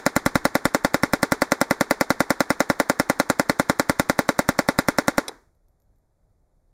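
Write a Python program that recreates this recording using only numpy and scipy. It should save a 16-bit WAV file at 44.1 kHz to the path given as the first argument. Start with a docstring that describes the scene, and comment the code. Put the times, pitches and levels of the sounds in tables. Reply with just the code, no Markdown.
"""A submachine gun empties its drum magazine on a desert range, ten shots a second.
For each shot the bolt (a sliding steel block) scrapes a cartridge in and slams shut; the muzzle bangs
and gas hisses out. The bang bounces off a table and the ground, then off bushes and a hillside.
The bolt slams once more on the empty chamber, and the last brass cases tinkle down in a light wind."""
import sys
import numpy as np
from scipy import signal
from scipy.fft import irfft
from scipy.io import wavfile

SR = 44100
rng = np.random.default_rng(int(sys.argv[2]) if len(sys.argv) > 2 else 0)


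def dump_mix(stems):
    """Bounce the given channels to the path in sys.argv[1] as a 16-bit WAV at rate SR."""
    frames = np.atleast_2d(stems).T  # one column per channel
    limited = np.clip(frames, -1, 1)  # hard clip at full scale
    pcm = np.round(limited * 32767).astype(np.int16)
    wavfile.write(sys.argv[1], SR, pcm)


N = 296790
LEAD = SR // 4  # extra samples in front: the gun is already firing at time zero
LENGTH = N + LEAD


def amp(db):
    """Turns decibels into a number to multiply by."""
    return 10 ** (np.asarray(db) / 20)


def read(points, hz):
    """Reads between the rows of a (f/Hz, value) table, on a log-frequency scale."""
    f, value = np.transpose(points)
    return np.interp(np.log(hz + 1), np.log(f + 1), value)


def unit(x):
    """Scales a sound to an energy of one."""
    return x / np.sqrt(np.sum(x ** 2) + 1e-20)


def seconds(length):
    """The time of each sample, in seconds."""
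    return np.arange(int(length * SR)) / SR


def add(mix, s, sound):
    """Mixes a sound in at time s."""
    part = mix[max(round(s * SR) + LEAD, 0):][:len(sound)]
    part += sound[:len(part)]


def delayed(x, s):
    """The same sound, s seconds later."""
    return np.r_[np.zeros(int(s * SR)), x][:len(x)]


def colour(x, points, size=4096):
    """Turns lows and highs up or down, following a (f/Hz, level/dB) table."""
    log_gain = np.log(amp(read(points, abs(np.fft.fftfreq(size, 1 / SR)))))
    spectrum = np.exp(np.conj(signal.hilbert(log_gain)))  # rings after a sound, never before
    response = np.fft.ifft(spectrum).real[:size // 2]
    return signal.oaconvolve(x, response)[:len(x)]


def ring(notes):
    """The fading notes of struck metal; each blow mixes them a little differently."""
    t = seconds(.2)
    weights = rng.uniform(.8, 1.2, len(notes))
    return sum(weight * amp(db - 60 * t / fade_s) * np.sin(2 * np.pi * hz * t)
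               for weight, (hz, db, fade_s) in zip(weights, notes))


def puff(fade_s, hold_s=0):
    """A burst of noise that holds, then drops 60 dB in fade_s."""
    t = seconds(.1)
    return unit(rng.standard_normal(len(t)) * amp(-60 * np.maximum(t - hold_s, 0) / fade_s))


# tone of the wind on the microphone: f/Hz, relative level/dB
WIND_TONE = [(15, -13), (30, 0.5), (60, -8.5), (100, -9.5), (160, -18.5), (300, -35.5), (1000, -58)]
# tone of the open desert air: f/Hz, relative level/dB
AIR_TONE = [(100, -2), (300, 0), (650, 0.5), (1000, -9.5), (1600, -15.5), (2500, -22), (5000, -26.5),
            (11000, -23.5), (14000, -31.5), (16000, -51)]
def wind(rumble_db=-63, wash_db=-74, gust_db=2):
    """Light wind rumbles unevenly on the microphone, beside the steady wash of open air."""
    t = np.arange(LENGTH) / SR
    gusts = sum(np.sin(2 * np.pi * (hz * t + rng.random())) for hz in np.geomspace(1.5, 12, 18)) / 3
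    rumble = colour(rng.standard_normal(LENGTH), WIND_TONE) * amp(gust_db * gusts)
    wash = colour(rng.standard_normal(LENGTH), AIR_TONE)
    return np.sqrt(LENGTH) * (amp(rumble_db) * unit(rumble) + amp(wash_db) * unit(wash))


# the shots: t/s, heft/dB (more heft means more low thump and less mid bark; 0 is average)
SHOTS = [(-0.134, -4), (-0.035, 0.5), (0.0637, -3), (0.1636, 6), (0.2617, 8), (0.3554, 10.5), (0.4527, -2),
         (0.5529, -1), (0.6538, 5), (0.7468, -5), (0.8474, -3.5), (0.9434, 3.5), (1.034, 5.5),
         (1.1343, 1.5), (1.2299, -1), (1.3205, 4), (1.4193, -8), (1.5194, -7.5), (1.6136, -2.5),
         (1.7094, 0), (1.8096, -1.5), (1.9094, -5), (2.0101, -6.5), (2.104, 3.5), (2.2044, 0.5),
         (2.3044, -2), (2.405, -4), (2.5036, 0.5), (2.6039, -7.5), (2.6999, 2), (2.7999, -10),
         (2.8977, -4.5), (2.9979, 1), (3.0983, -1), (3.1989, -6.5), (3.2996, 3.5), (3.3963, -3.5),
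         (3.4963, 0.5), (3.597, 0.5), (3.697, 4.5), (3.7964, 0), (3.896, 8), (3.9966, 6.5), (4.0971, 2),
         (4.1902, 0.5), (4.29, -1), (4.3909, -3.5), (4.4892, 8), (4.5898, -4.5), (4.6873, 1.5),
         (4.7879, 5.5), (4.885, 5), (4.985, -3.5), (5.0812, -0.5), (5.1809, -5)]
# tone of a sliding cartridge: f/Hz, level/dB
SCRAPE_TONE = [(200, -4.5), (1000, 12), (2500, 15), (4000, 3), (8000, 8), (15000, 1.5)]
def cartridge_scrape(stroke_s=0.0086):
    """Running forward, the bolt scrapes a cartridge out of the drum just before each shot."""
    t, out = seconds(stroke_s), np.zeros(LENGTH)
    swell = amp(-49 + 8 * t / stroke_s)
    for s, _ in SHOTS:
        add(out, s - stroke_s, swell * rng.standard_normal(len(t)))
    return colour(out, SCRAPE_TONE)


# how heft tips a bang from bark to thump: f/Hz, level/dB added for each dB of heft
THUMP_TILT = [(50, 1.24), (230, 0.14), (450, -0.12), (700, -0.27), (1100, 0)]
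# where the bark lies: f/Hz, share from 0 to 1
BARK_SHARE = [(450, 0), (700, 1), (1100, 0)]
def muzzle_shocks(bark_db=0.3, bark_spread_db=0.7):
    """Each shot is a sudden jump in air pressure, with its own mix of thump and bark."""
    out = np.zeros(LENGTH)
    hz, tilt = np.transpose(THUMP_TILT)
    shock = -signal.unit_impulse(2048)
    for (s, heft_db), chance in zip(SHOTS, rng.standard_normal(len(SHOTS))):
        shape_db = tilt * heft_db + read(BARK_SHARE, hz) * (bark_db + bark_spread_db * chance)
        add(out, s, colour(shock, np.c_[hz, shape_db]))
    return out


# tone of the bang close to the gun: f/Hz, level/dB
BANG_TONE = [(30, -5.5), (90, 13), (130, 18), (260, 26.5), (420, 17), (600, 30.5), (1000, 22), (1500, 29.5),
             (2100, 15.5), (2600, 3), (4050, 4), (4700, -1.5), (5300, 4.5), (6500, -6), (15000, -11.5)]
def bang(shocks, body_hz=332, width_hz=103):
    """The shocks heard close up: a crack, with its low body a few milliseconds behind."""
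    crack = colour(shocks, BANG_TONE)
    body = signal.lfilter(*signal.iirpeak(body_hz, body_hz / width_hz, fs=SR), crack)
    return crack - 2 * body  # makes the body later, not louder or softer


# tone of the escaping gas: f/Hz, level/dB
HISS_TONE = [(200, 15), (900, -1), (2000, 10), (3000, 5.5), (4000, 11), (4700, 7.5), (5300, 7.5), (6300, 4),
             (7400, 8.5), (10000, 5), (15000, 1.5)]
def gas_hiss(hiss_db=-1.5, spread_db=1.5, ground_s=0.0051, ground_db=-11):
    """Swirling gas hisses out behind every bullet and echoes once off the ground."""
    out = np.zeros(LENGTH)
    for (s, _), chance in zip(SHOTS, rng.standard_normal(len(SHOTS))):
        add(out, s, amp(hiss_db + spread_db * chance) * puff(fade_s=.006, hold_s=.0019))
    return colour(out + amp(ground_db) * delayed(out, ground_s), HISS_TONE)


# notes of the gun's steel body: f/Hz, level/dB, t/s to fade by 60 dB
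STEEL_NOTES = [(1267, -12.5, 0.04), (3770, -1.5, 0.0086), (3900, 2.5, 0.028), (5120, 8, .025),
               (7340, -1, 0.032), (8850, -6.5, 0.049), (10260, -14, .018)]
def bolt_slam(clack_db=-2, ring_db=-33, cushion_db=-4, empty_s=5.2809):
    """The bolt slams shut and the steel rings; a cartridge cushions every blow but the last."""
    out = np.zeros(LENGTH)
    blows = [(s, cushion_db) for s, _ in SHOTS] + [(empty_s, 0)]
    for s, db in blows:
        add(out, s, amp(db + clack_db) * puff(fade_s=.02))
        add(out, s, amp(db + ring_db) * ring(STEEL_NOTES))
    tone = [(80, -12), (300, 1.5), (1200, 5), (3600, 4), (8000, -6), (11000, -2.5), (15000, -28)]
    return colour(out, tone)


def shot_by_shot(x, make_echoes):
    """Gives each shot a fresh pattern of echoes."""
    out = np.zeros(LENGTH)
    edges = [s - .02 for s, _ in SHOTS] + [N / SR]
    for start, end in zip(edges, edges[1:]):
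        shot = x[round(start * SR) + LEAD:round(end * SR) + LEAD]
        add(out, start, signal.fftconvolve(shot, make_echoes()))
    return out


# short paths from gun to microphone: delay t/ms, level/dB
SHORT_PATHS = [(0, -6), (.5, -2), (.87, 0), (1.98, -14.3), (3.87, -19.8), (4.37, -9.6), (6.37, -15),
               (7.38, -23.4), (7.84, -17), (11.33, -18.2)]
def table_and_ground(x, sway_ms=0.01, size=2048):
    """Sound arrives directly and off the table and ground; the gun's kick shifts each path a little."""
    delay_ms, db = np.transpose(SHORT_PATHS)
    hz = np.fft.rfftfreq(size, 1 / SR)

    def echoes():
        delay_s = np.maximum(delay_ms + sway_ms * rng.standard_normal(len(db)), 0) / 1000
        spectrum = amp(db) @ np.exp(-2j * np.pi * np.outer(delay_s, hz))
        return irfft(spectrum)[:size // 2]
    return shot_by_shot(x, echoes)


# how alike the echoes stay from shot to shot in moving air: f/Hz, likeness from 0 to 1
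ECHO_LIKENESS = [(300, 0.6), (1500, 0.7), (4000, 0.9), (9000, 0)]
def scatter(x, start_s, rise_s, hold_s, fades, size=256, frames=140):
    """Countless small echoes swell, hold, then fade, each frequency at its own speed."""
    hz = np.fft.rfftfreq(size, 1 / SR)
    t = np.arange(frames)[:, None] * size / 2 / SR
    decay = amp(-60 * np.maximum(t - hold_s, 0) / read(fades, hz))
    same = np.clip(read(ECHO_LIKENESS, hz), 0, 1)
    land = rng.standard_normal((*decay.shape, 2)) @ [1, 1j]  # shared by all shots

    def echoes():
        air = rng.standard_normal((*decay.shape, 2)) @ [1, 1j]  # new for each shot
        blend = same * land + np.sqrt(1 - same ** 2) * air
        _, tail = signal.istft((decay * blend).T)
        swell = np.minimum(np.arange(len(tail)) / SR / rise_s, 1)
        return delayed(unit(tail * swell), start_s)
    return shot_by_shot(x, echoes)


# tone of the echoes from the bushes, the hillside and an earth bank: f/Hz, level/dB
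BUSH_TONE = [(40, 5.5), (140, -4.5), (300, 5.5), (430, 13.5), (600, 7.5), (900, 12), (1500, 5.5),
             (2100, 5.5), (4000, -5), (7000, -9), (10000, -11), (15000, -24.5)]
HILL_TONE = [(40, -8.5), (140, -4.5), (300, 6.5), (600, 2), (1000, 4), (1800, 1.5), (2500, -11),
             (4000, -12.5), (7000, -20), (10000, -24.5), (15000, -33)]
BANK_TONE = [(60, -12), (250, 0), (450, 16), (620, -6), (800, 11.5), (1200, -8.5), (2000, -7), (4000, -23),
             (15000, -45.5)]
# how long the bushes and the hillside echo: f/Hz, t/s to fade by 60 dB
BUSH_FADES = [(100, 0.083), (800, 0.1), (4000, 0.14), (14000, 0.11)]
HILL_FADES = [(100, 0.49), (1000, .36), (4000, 0.37), (12000, 0.62)]
# separate echoes off the earth bank: delay t/s, level/dB
BANK_ECHOES = [(0.1119, -2), (.135, -10.5)]
def desert_echoes(shocks):
    """Nearby bushes throw each shot back at once, the hillside and its earth bank later."""
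    bushes = scatter(shocks, start_s=.0095, rise_s=0.00058, hold_s=0.0013, fades=BUSH_FADES)
    hill = scatter(shocks, start_s=.04, rise_s=0.016, hold_s=.075, fades=HILL_FADES)
    bank = sum(amp(db) * delayed(shocks, s) for s, db in BANK_ECHOES)
    return colour(bushes, BUSH_TONE) + colour(hill, HILL_TONE) + colour(bank, BANK_TONE)


# empty cases landing: t/s, level/dB
LANDINGS = [(5.32, -57), (5.55, -68), (5.684, -64), (5.801, -65), (5.82, -64), (5.959, -70), (5.985, -69)]
# notes of a brass case: f/Hz, level/dB, t/s to fade by 60 dB
BRASS_NOTES = [(3800, -16, .008), (7000, -14, .008), (11300, -9, .04), (11900, -11, .1)]
def falling_cases(tick_db=12):
    """Brass cases tick and ring as they land."""
    out = np.zeros(LENGTH)
    for s, db in LANDINGS:
        add(out, s, amp(db) * ring(BRASS_NOTES))
        add(out, s, amp(db + tick_db) * puff(fade_s=.008))
    return out


def scene(spread=0.035):
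    """Gun, desert and wind, nearly mono, with a faint stereo width in the highs."""
    shocks = muzzle_shocks()
    gun = table_and_ground(bang(shocks) + bolt_slam()) + gas_hiss() + cartridge_scrape()
    mono = (gun + desert_echoes(shocks) + falling_cases() + wind())[LEAD:]
    side = spread * np.gradient(mono)
    return np.array([mono + side, mono - side])


# tone of the microphone, with two dips: f/Hz, level/dB
MICROPHONE_TONE = [(2200, -0.5), (2550, -7.5), (2850, -15), (3150, -9), (3600, -1), (7650, 2), (7900, -9),
                   (8100, -1)]
def record(dry, ceiling=0.58, top_hz=15800):
    """The bangs softly overload the microphone, which adds its own tone; the very top is cut off."""
    squeezed = dry / (1 + (dry / ceiling) ** 4) ** (1 / 4)
    heard = np.array([colour(channel, MICROPHONE_TONE) for channel in squeezed])
    low_pass = signal.firwin(161, top_hz, window=("kaiser", 9), fs=SR)
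    return signal.oaconvolve(heard, low_pass[None], "same")


dry = scene()
out = record(dry)
dump_mix(out)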